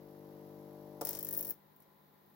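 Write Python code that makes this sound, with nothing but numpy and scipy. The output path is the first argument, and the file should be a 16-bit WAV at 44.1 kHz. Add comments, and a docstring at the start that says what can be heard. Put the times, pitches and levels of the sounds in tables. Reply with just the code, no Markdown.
"""A failing fluorescent tube tries to start, close up in a small room. Its ballast hums and the housing
buzzes on the mains. A surge of current clunks the metal fitting; for half a second the starter
rattles, a glassy tick on about every mains cycle. Then the tube catches: the rattle stops, the hum
drops to a faint buzz over room hiss, and a few faint ticks follow."""
import sys
import numpy as np
from scipy import signal
from scipy.fft import rfft, irfft
from scipy.io import wavfile
from scipy.ndimage import uniform_filter1d

SR = 44100
rng = np.random.default_rng(int(sys.argv[2]) if len(sys.argv) > 2 else 0)


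def materialize(psi):
    """Save the field psi as 16-bit PCM at rate SR to the path in sys.argv[1].

    A 1-D psi becomes a single channel; in a 2-D psi each row is a channel.
    """
    bounded = np.clip(np.atleast_2d(psi).T, -1, 1)
    quanta = np.round(bounded * 32767).astype(np.int16)
    wavfile.write(sys.argv[1], SR, quanta)


N = 103635

MAINS_HZ = 50.05
TICK_ALIKE = 0.69  # share of a tick's power that repeats from tick to tick
# The starter's ticks. Each row: start in seconds, glassy ring in relative dB, crack in relative dB.
TICKS = [(1.0107, -42.5, -47.5), (1.0501, -34.5, -47), (1.0697, -37.5, -49), (1.0888, -34.5, -47),
         (1.1072, -39.5, -51.5), (1.1293, -43, -49.5), (1.149, -43.5, -47.5), (1.1688, -51, -53),
         (1.1886, -40.5, -53), (1.2061, -45, -55), (1.2272, -40.5, -54.5), (1.2466, -38, -55.5),
         (1.2674, -43.5, -56.5), (1.2869, -38, -56.5), (1.3076, -40, -56.5), (1.3268, -35.5, -59),
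         (1.3365, -38, -56.5), (1.3475, -35.5, -56), (1.366, -39.5, -57.5), (1.3751, -36, -57),
         (1.3879, -37.5, -53.5), (1.408, -36, -61.5), (1.4266, -40, -56), (1.4477, -35.5, -55),
         (1.4668, -44, -59.5), (1.4776, -43, -61.5), (1.4883, -41, -62.5), (1.496, -40, -62),
         (1.5061, -39, -57.5), (1.762, -64.5, -86), (1.802, -62, -80), (1.822, -64, -75.5),
         (2.26, -73, -92), (2.301, -72, -93), (2.34, -71, -87)]


def undb(db):
    """Decibels to gain."""
    return 10 ** (np.asarray(db) / 20)


def unit(x):
    """Scale to rms 1."""
    return x / np.sqrt(np.mean(x ** 2))


def pan(db):
    """Stereo gains with mean 1, the left louder by db."""
    gains = undb(np.array([[db], [-db]]) / 2)
    return gains / gains.mean()


def curve(t, points):
    """Straight lines through (seconds, value) points."""
    return np.interp(t, *np.array(points).T)


def walk(rate):
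    """Random drift at rms 1, with rate turns a second."""
    step = int(SR / rate)
    held = np.repeat(rng.standard_normal(N // step + 2), step)
    return unit(uniform_filter1d(held, step)[:N])


def fade(t, t60):
    """Exponential decay, 60 dB down after t60 seconds."""
    return np.exp(-np.log(1000) * t / t60)


def colour(points):
    """An EQ curve through (Hz, dB) points."""
    hz, db = np.array(points).T
    return lambda f: undb(np.interp(np.log(f), np.log(hz), db))


def resonances(rows):
    """An EQ curve of resonant peaks. Each row: centre in Hz, width in Hz, level in dB."""
    return lambda f: np.sqrt(sum(undb(db) ** 2 / (1 + ((f / hz - hz / f) * hz / width) ** 2 / 2) ** 2
                                 for hz, width, db in rows))


def noise(shape):
    """Stereo noise through an EQ curve at rms 1, wider in the treble than in the bass."""
    bass_alike, treble_alike, crossover_hz = 0.3, 0.083, 694
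    f = np.fft.rfftfreq(N, 1 / SR) + 1
    alike = treble_alike + (bass_alike - treble_alike) / (1 + (f / crossover_hz) ** 4)
    mid, side = rfft(rng.standard_normal((2, N))) * shape(f)
    return unit(irfft(mid * np.sqrt(1 + alike) + np.array([[1], [-1]]) * side * np.sqrt(1 - alike), N))


def strikes(rows, shape, t60, alike):
    """Each (seconds, dB) blow rings a dense body, partly the same way each time; the room adds a tail."""
    attack_s = 0.00046
    t = np.arange(N // 8) / SR
    room_tail = undb(-18) * fade(t, t60=.16)
    envelope = (1 - np.exp(-t / attack_s)) * np.hypot(fade(t, t60), room_tail)
    body, fresh = noise(shape), noise(shape)
    out = np.zeros((2, N + len(t)))
    for (start_s, db), pick in zip(rows, rng.integers(0, N - len(t), len(rows))):
        i = int(start_s * SR)
        grain = np.sqrt(alike) * body[:, :len(t)] + np.sqrt(1 - alike) * fresh[:, pick:pick + len(t)]
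        out[:, i:i + len(t)] += undb(db) * envelope * grain
    return out[:, :N]


def ringing(rows, modes, t60):
    """Blows (seconds, dB) ring a set of resonances, in a slightly different mix each time."""
    vary_db = 2.2
    weights = np.array([undb(db) * np.sqrt(width) for _, width, db in modes])
    out = np.zeros((2, N))
    for weight, mode in zip(weights / np.linalg.norm(weights), modes):
        varied = np.column_stack([rows[:, 0], rows[:, 1] + vary_db * rng.standard_normal(len(rows))])
        out += weight * strikes(varied, resonances([mode]), t60, TICK_ALIKE)
    return out


def room_tone():
    """A steady bed of room tone and hiss."""
    # The bed's colour. Each row: frequency in Hz, relative level in dB.
    air_eq = [(25, -29), (70, -16.5), (150, -10), (300, -9), (450, -11), (700, -14), (1000, -12.5),
              (1400, -23), (1900, -19.5), (2600, -29.5), (4000, -26), (5500, -33.5), (7500, -37.5),
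              (9200, -42), (10500, -30), (12000, -25), (15800, -19)]
    return undb(-65) * noise(colour(air_eq)) * pan(2)


def iron_core(t, harmonics, waver_db, boost_db=lambda k: 0):
    """One magnetic pull a cycle bends the core; low overtones lag, reflections scatter the high ones."""
    pull_s, lead_s_per_octave, scatter_hz = .0035, .00565, 520
    hum = np.zeros(N)
    for k, db in harmonics:
        gain = undb(db + boost_db(k) + waver_db * walk(12))
        lead_s = lead_s_per_octave * np.log2(k)
        scatter = (k * MAINS_HZ / scatter_hz) ** 2 * rng.uniform(-1.1, 1)
        hum -= gain * np.cos(2 * np.pi * k * MAINS_HZ * (t - pull_s + lead_s) + scatter)
    return unit(hum)


def mains_pulse(t):
    """A shallow tremolo that peaks once a mains cycle."""
    depth, peak_s = 0.13, 0.01
    return 1 + depth * np.cos(2 * np.pi * MAINS_HZ * (t - peak_s))


def lit_tube(t):
    """The lit tube hums faintly and stirs the panels of its fitting."""
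    # The faint hum. Each row: multiple of the mains, relative level in dB.
    harmonics = [(2, -16), (3, 2.5), (4, 3), (5, -19), (6, -6.5), (7, -8.5), (8, -4.5), (9, -10), (10, -25),
                 (11, -5)]
    panels = resonances([(550, 33, -3.5), (846, 41, 3), (1016, 38, 2.5),
                         (1375, 76, -8.5), (1720, 170, -15), (3850, 280, -19)])
    hum = undb(-71) * iron_core(t, harmonics, waver_db=1)
    panel_buzz = undb(-74.5) * mains_pulse(t) * noise(panels)
    return (hum + panel_buzz) * pan(3)


def electrode_fizz(t):
    """The electrode fizzes in a narrow treble band on one half of each mains cycle."""
    peak_s = 0.013
    half_cycle = np.maximum(np.cos(2 * np.pi * MAINS_HZ * (t - peak_s)), 0)
    return undb(-73.5) * half_cycle * noise(resonances([(11410, 250, 0)])) * pan(2)


def housing_buzz(t):
    """The housing buzzes once a mains cycle."""
    # The buzz's colour. 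Each row: frequency in Hz, relative level in dB.
    buzz_eq = [(80, -14), (160, -6.5), (550, -7), (900, -7), (1300, -14), (2500, -28), (5500, -24.5),
               (8500, -38), (10500, -27), (11400, -23.5), (12300, -21.5), (15500, -26)]
    return undb(-64) * mains_pulse(t) * noise(colour(buzz_eq)) * pan(2)


def starting_hum(t):
    """The core hums while the tube tries to start; one overtone swells before the clunk."""
    # The loud hum. Each row: multiple of the mains, relative level in dB.
    harmonics = [(1, -21), (2, -12), (3, 0.5), (4, -0.5), (5, -7.5), (6, 2), (7, 1.5), (8, -7.5), (9, 2.5),
                 (10, -18), (11, -4), (12, -1), (13, -19), (14, -12), (15, -13), (16, -11), (17, -24.5),
                 (18, -13.5), (19, -18.5), (20, -13.5), (21, -26.5)]
    upper_hz, swelling_harmonic = 680, 12
    # Rides on the upper overtones and the swelling one. Each row: time in seconds, boost in dB.
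    upper_db = curve(t, [(0, -1), (.3, -1.5), (.65, 0.5), (1.0, 2), (1.1, 6), (1.25, -14), (1.5, -1)])
    swell_db = curve(t, [(0, -4), (.5, -2.5), (.95, 3), (1.25, -6.5), (1.45, -0.5)])
    boost_db = lambda k: (k * MAINS_HZ > upper_hz) * upper_db + (k == swelling_harmonic) * swell_db
    return iron_core(t, harmonics, waver_db=-0.03, boost_db=boost_db) * pan(6)


def ballast(t):
    """Loud hum, buzz and fizz until the tube catches, then a quick crossfade to the lit tube."""
    catch_s, release_s = 1.507, 0.02
    # The starting hum's fader ride. Each row: time in seconds, level in dB.
    hum_ride = [(0, -54), (.4, -52), (1.0, -51.5), (1.15, -52), (1.35, -52), (1.5, -54.5)]
    level = undb(curve(t, hum_ride))
    follow_hum = level / level.max()
    hum = level * starting_hum(t)
    buzz = follow_hum * housing_buzz(t)
    lit = lit_tube(t)
    fizz = follow_hum * electrode_fizz(t)
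    starting = np.exp(-np.maximum(t - catch_s, 0) / release_s)
    return starting * (hum + buzz + fizz) + (1 - starting) * lit


def clunk(t):
    """The first surge of current knocks the metal fitting; the ticks keep shaking it."""
    # The fitting's modes. Each row: frequency in Hz, relative level in dB, 60 dB decay time in seconds.
    fitting_modes = [(311, -8, 0.22), (340, -15, 0.23), (455, -7.5, 0.14), (570, 5.5, 0.099),
                     (651, -8.5, 0.14), (714, -10, 0.14), (907, -4.5, 0.16), (995, -13.5, 0.16),
                     (1168, -19.5, 0.25), (1300, -20, 0.09), (1395, -16, 0.27), (1770, -23, 0.1),
                     (2170, -24.5, 0.14)]
    # The thud's colour. Each row: frequency in Hz, relative level in dB.
    thud_eq = [(150, -34), (400, -1), (600, 3.5), (950, -2), (1400, -7), (1900, -47), (4000, -53)]
    clunk_s, shake_db = 1.012, -7
    blows = np.zeros(N)
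    for (start_s, _, crack_db), sign in zip(TICKS, rng.choice([-1, 1], len(TICKS))):
        blows[int(start_s * SR)] = sign * undb(crack_db + shake_db)
    blows[int(clunk_s * SR)] = undb(-41.5)
    metal_ring = sum((-1) ** k * undb(db) * fade(t, t60) * np.sin(2 * np.pi * hz * t)
                     for k, (hz, db, t60) in enumerate(fitting_modes))
    thud = strikes([(clunk_s, -35.5)], colour(thud_eq), t60=0.083, alike=0)
    return (signal.fftconvolve(blows, metal_ring)[:N] + thud) * pan(1)


def starter():
    """Every tick is a broad crack, a lower and a higher glassy ring, roughened by contact chatter."""
    # Resonances rung by each tick: one low ring of the metal fitting, then high glassy rings.
    # Each row: centre in Hz, width in Hz, relative level in dB.
    tick_modes = [(1766, 61, -12), (10110, 370, -15.5), (10510, 310, -9.5), (11480, 98, 1),
                  (12400, 1100, -9.5), (13400, 830, -11), (14270, 330, 3), (15180, 290, 4.5),
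                  (15650, 370, 4)]
    # Lower resonances of the glass, rung along with the crack. Each row: centre in Hz, width in Hz, relative
    # level in dB.
    low_glass_modes = [(4170, 52, -9), (4830, 32, -5), (5420, 260, 4), (5900, 190, 3), (6790, 84, 5),
                       (7550, 150, 5), (8220, 93, 5)]
    # The crack's colour. Each row: frequency in Hz, relative level in dB.
    crack_eq = [(300, 2.5), (1000, -1), (1800, -5.5), (2600, -9.5), (4000, -5), (5600, -0.5), (6600, -1),
                (7100, -7.5), (7800, -7), (8700, -2), (10000, -0.5), (15000, 1)]
    chatter_db, chatter_per_s, right_lag_s = 2, 700, .0004
    ticks = np.array(TICKS)
    ring_blows, crack_blows = ticks[:, [0, 1]], ticks[:, [0, 2]]
    ring = undb(6) * ringing(ring_blows, tick_modes, t60=.038)
    crack = undb(4.5) * strikes(crack_blows, colour(crack_eq), t60=0.14, alike=TICK_ALIKE)
    low_glass = undb(-0.5) * ringing(crack_blows, low_glass_modes, t60=0.055)
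    chatter = lambda: undb(chatter_db * walk(chatter_per_s))
    left, right = ring * chatter() * pan(6.5) + (crack + low_glass) * chatter() * pan(5.5)
    return np.array([left, np.roll(right, int(right_lag_s * SR))])  # ticks reach the right side later


def scene():
    """The struggling tube, left of centre, over room tone."""
    t = np.arange(N) / SR
    return room_tone() + ballast(t) + starter() + clunk(t)


def record(dry):
    """A steep low-pass cuts the very top."""
    top_hz = 15800
    return signal.sosfilt(signal.ellip(10, .2, 70, top_hz, fs=SR, output="sos"), dry)


dry = scene()
out = record(dry)
materialize(out)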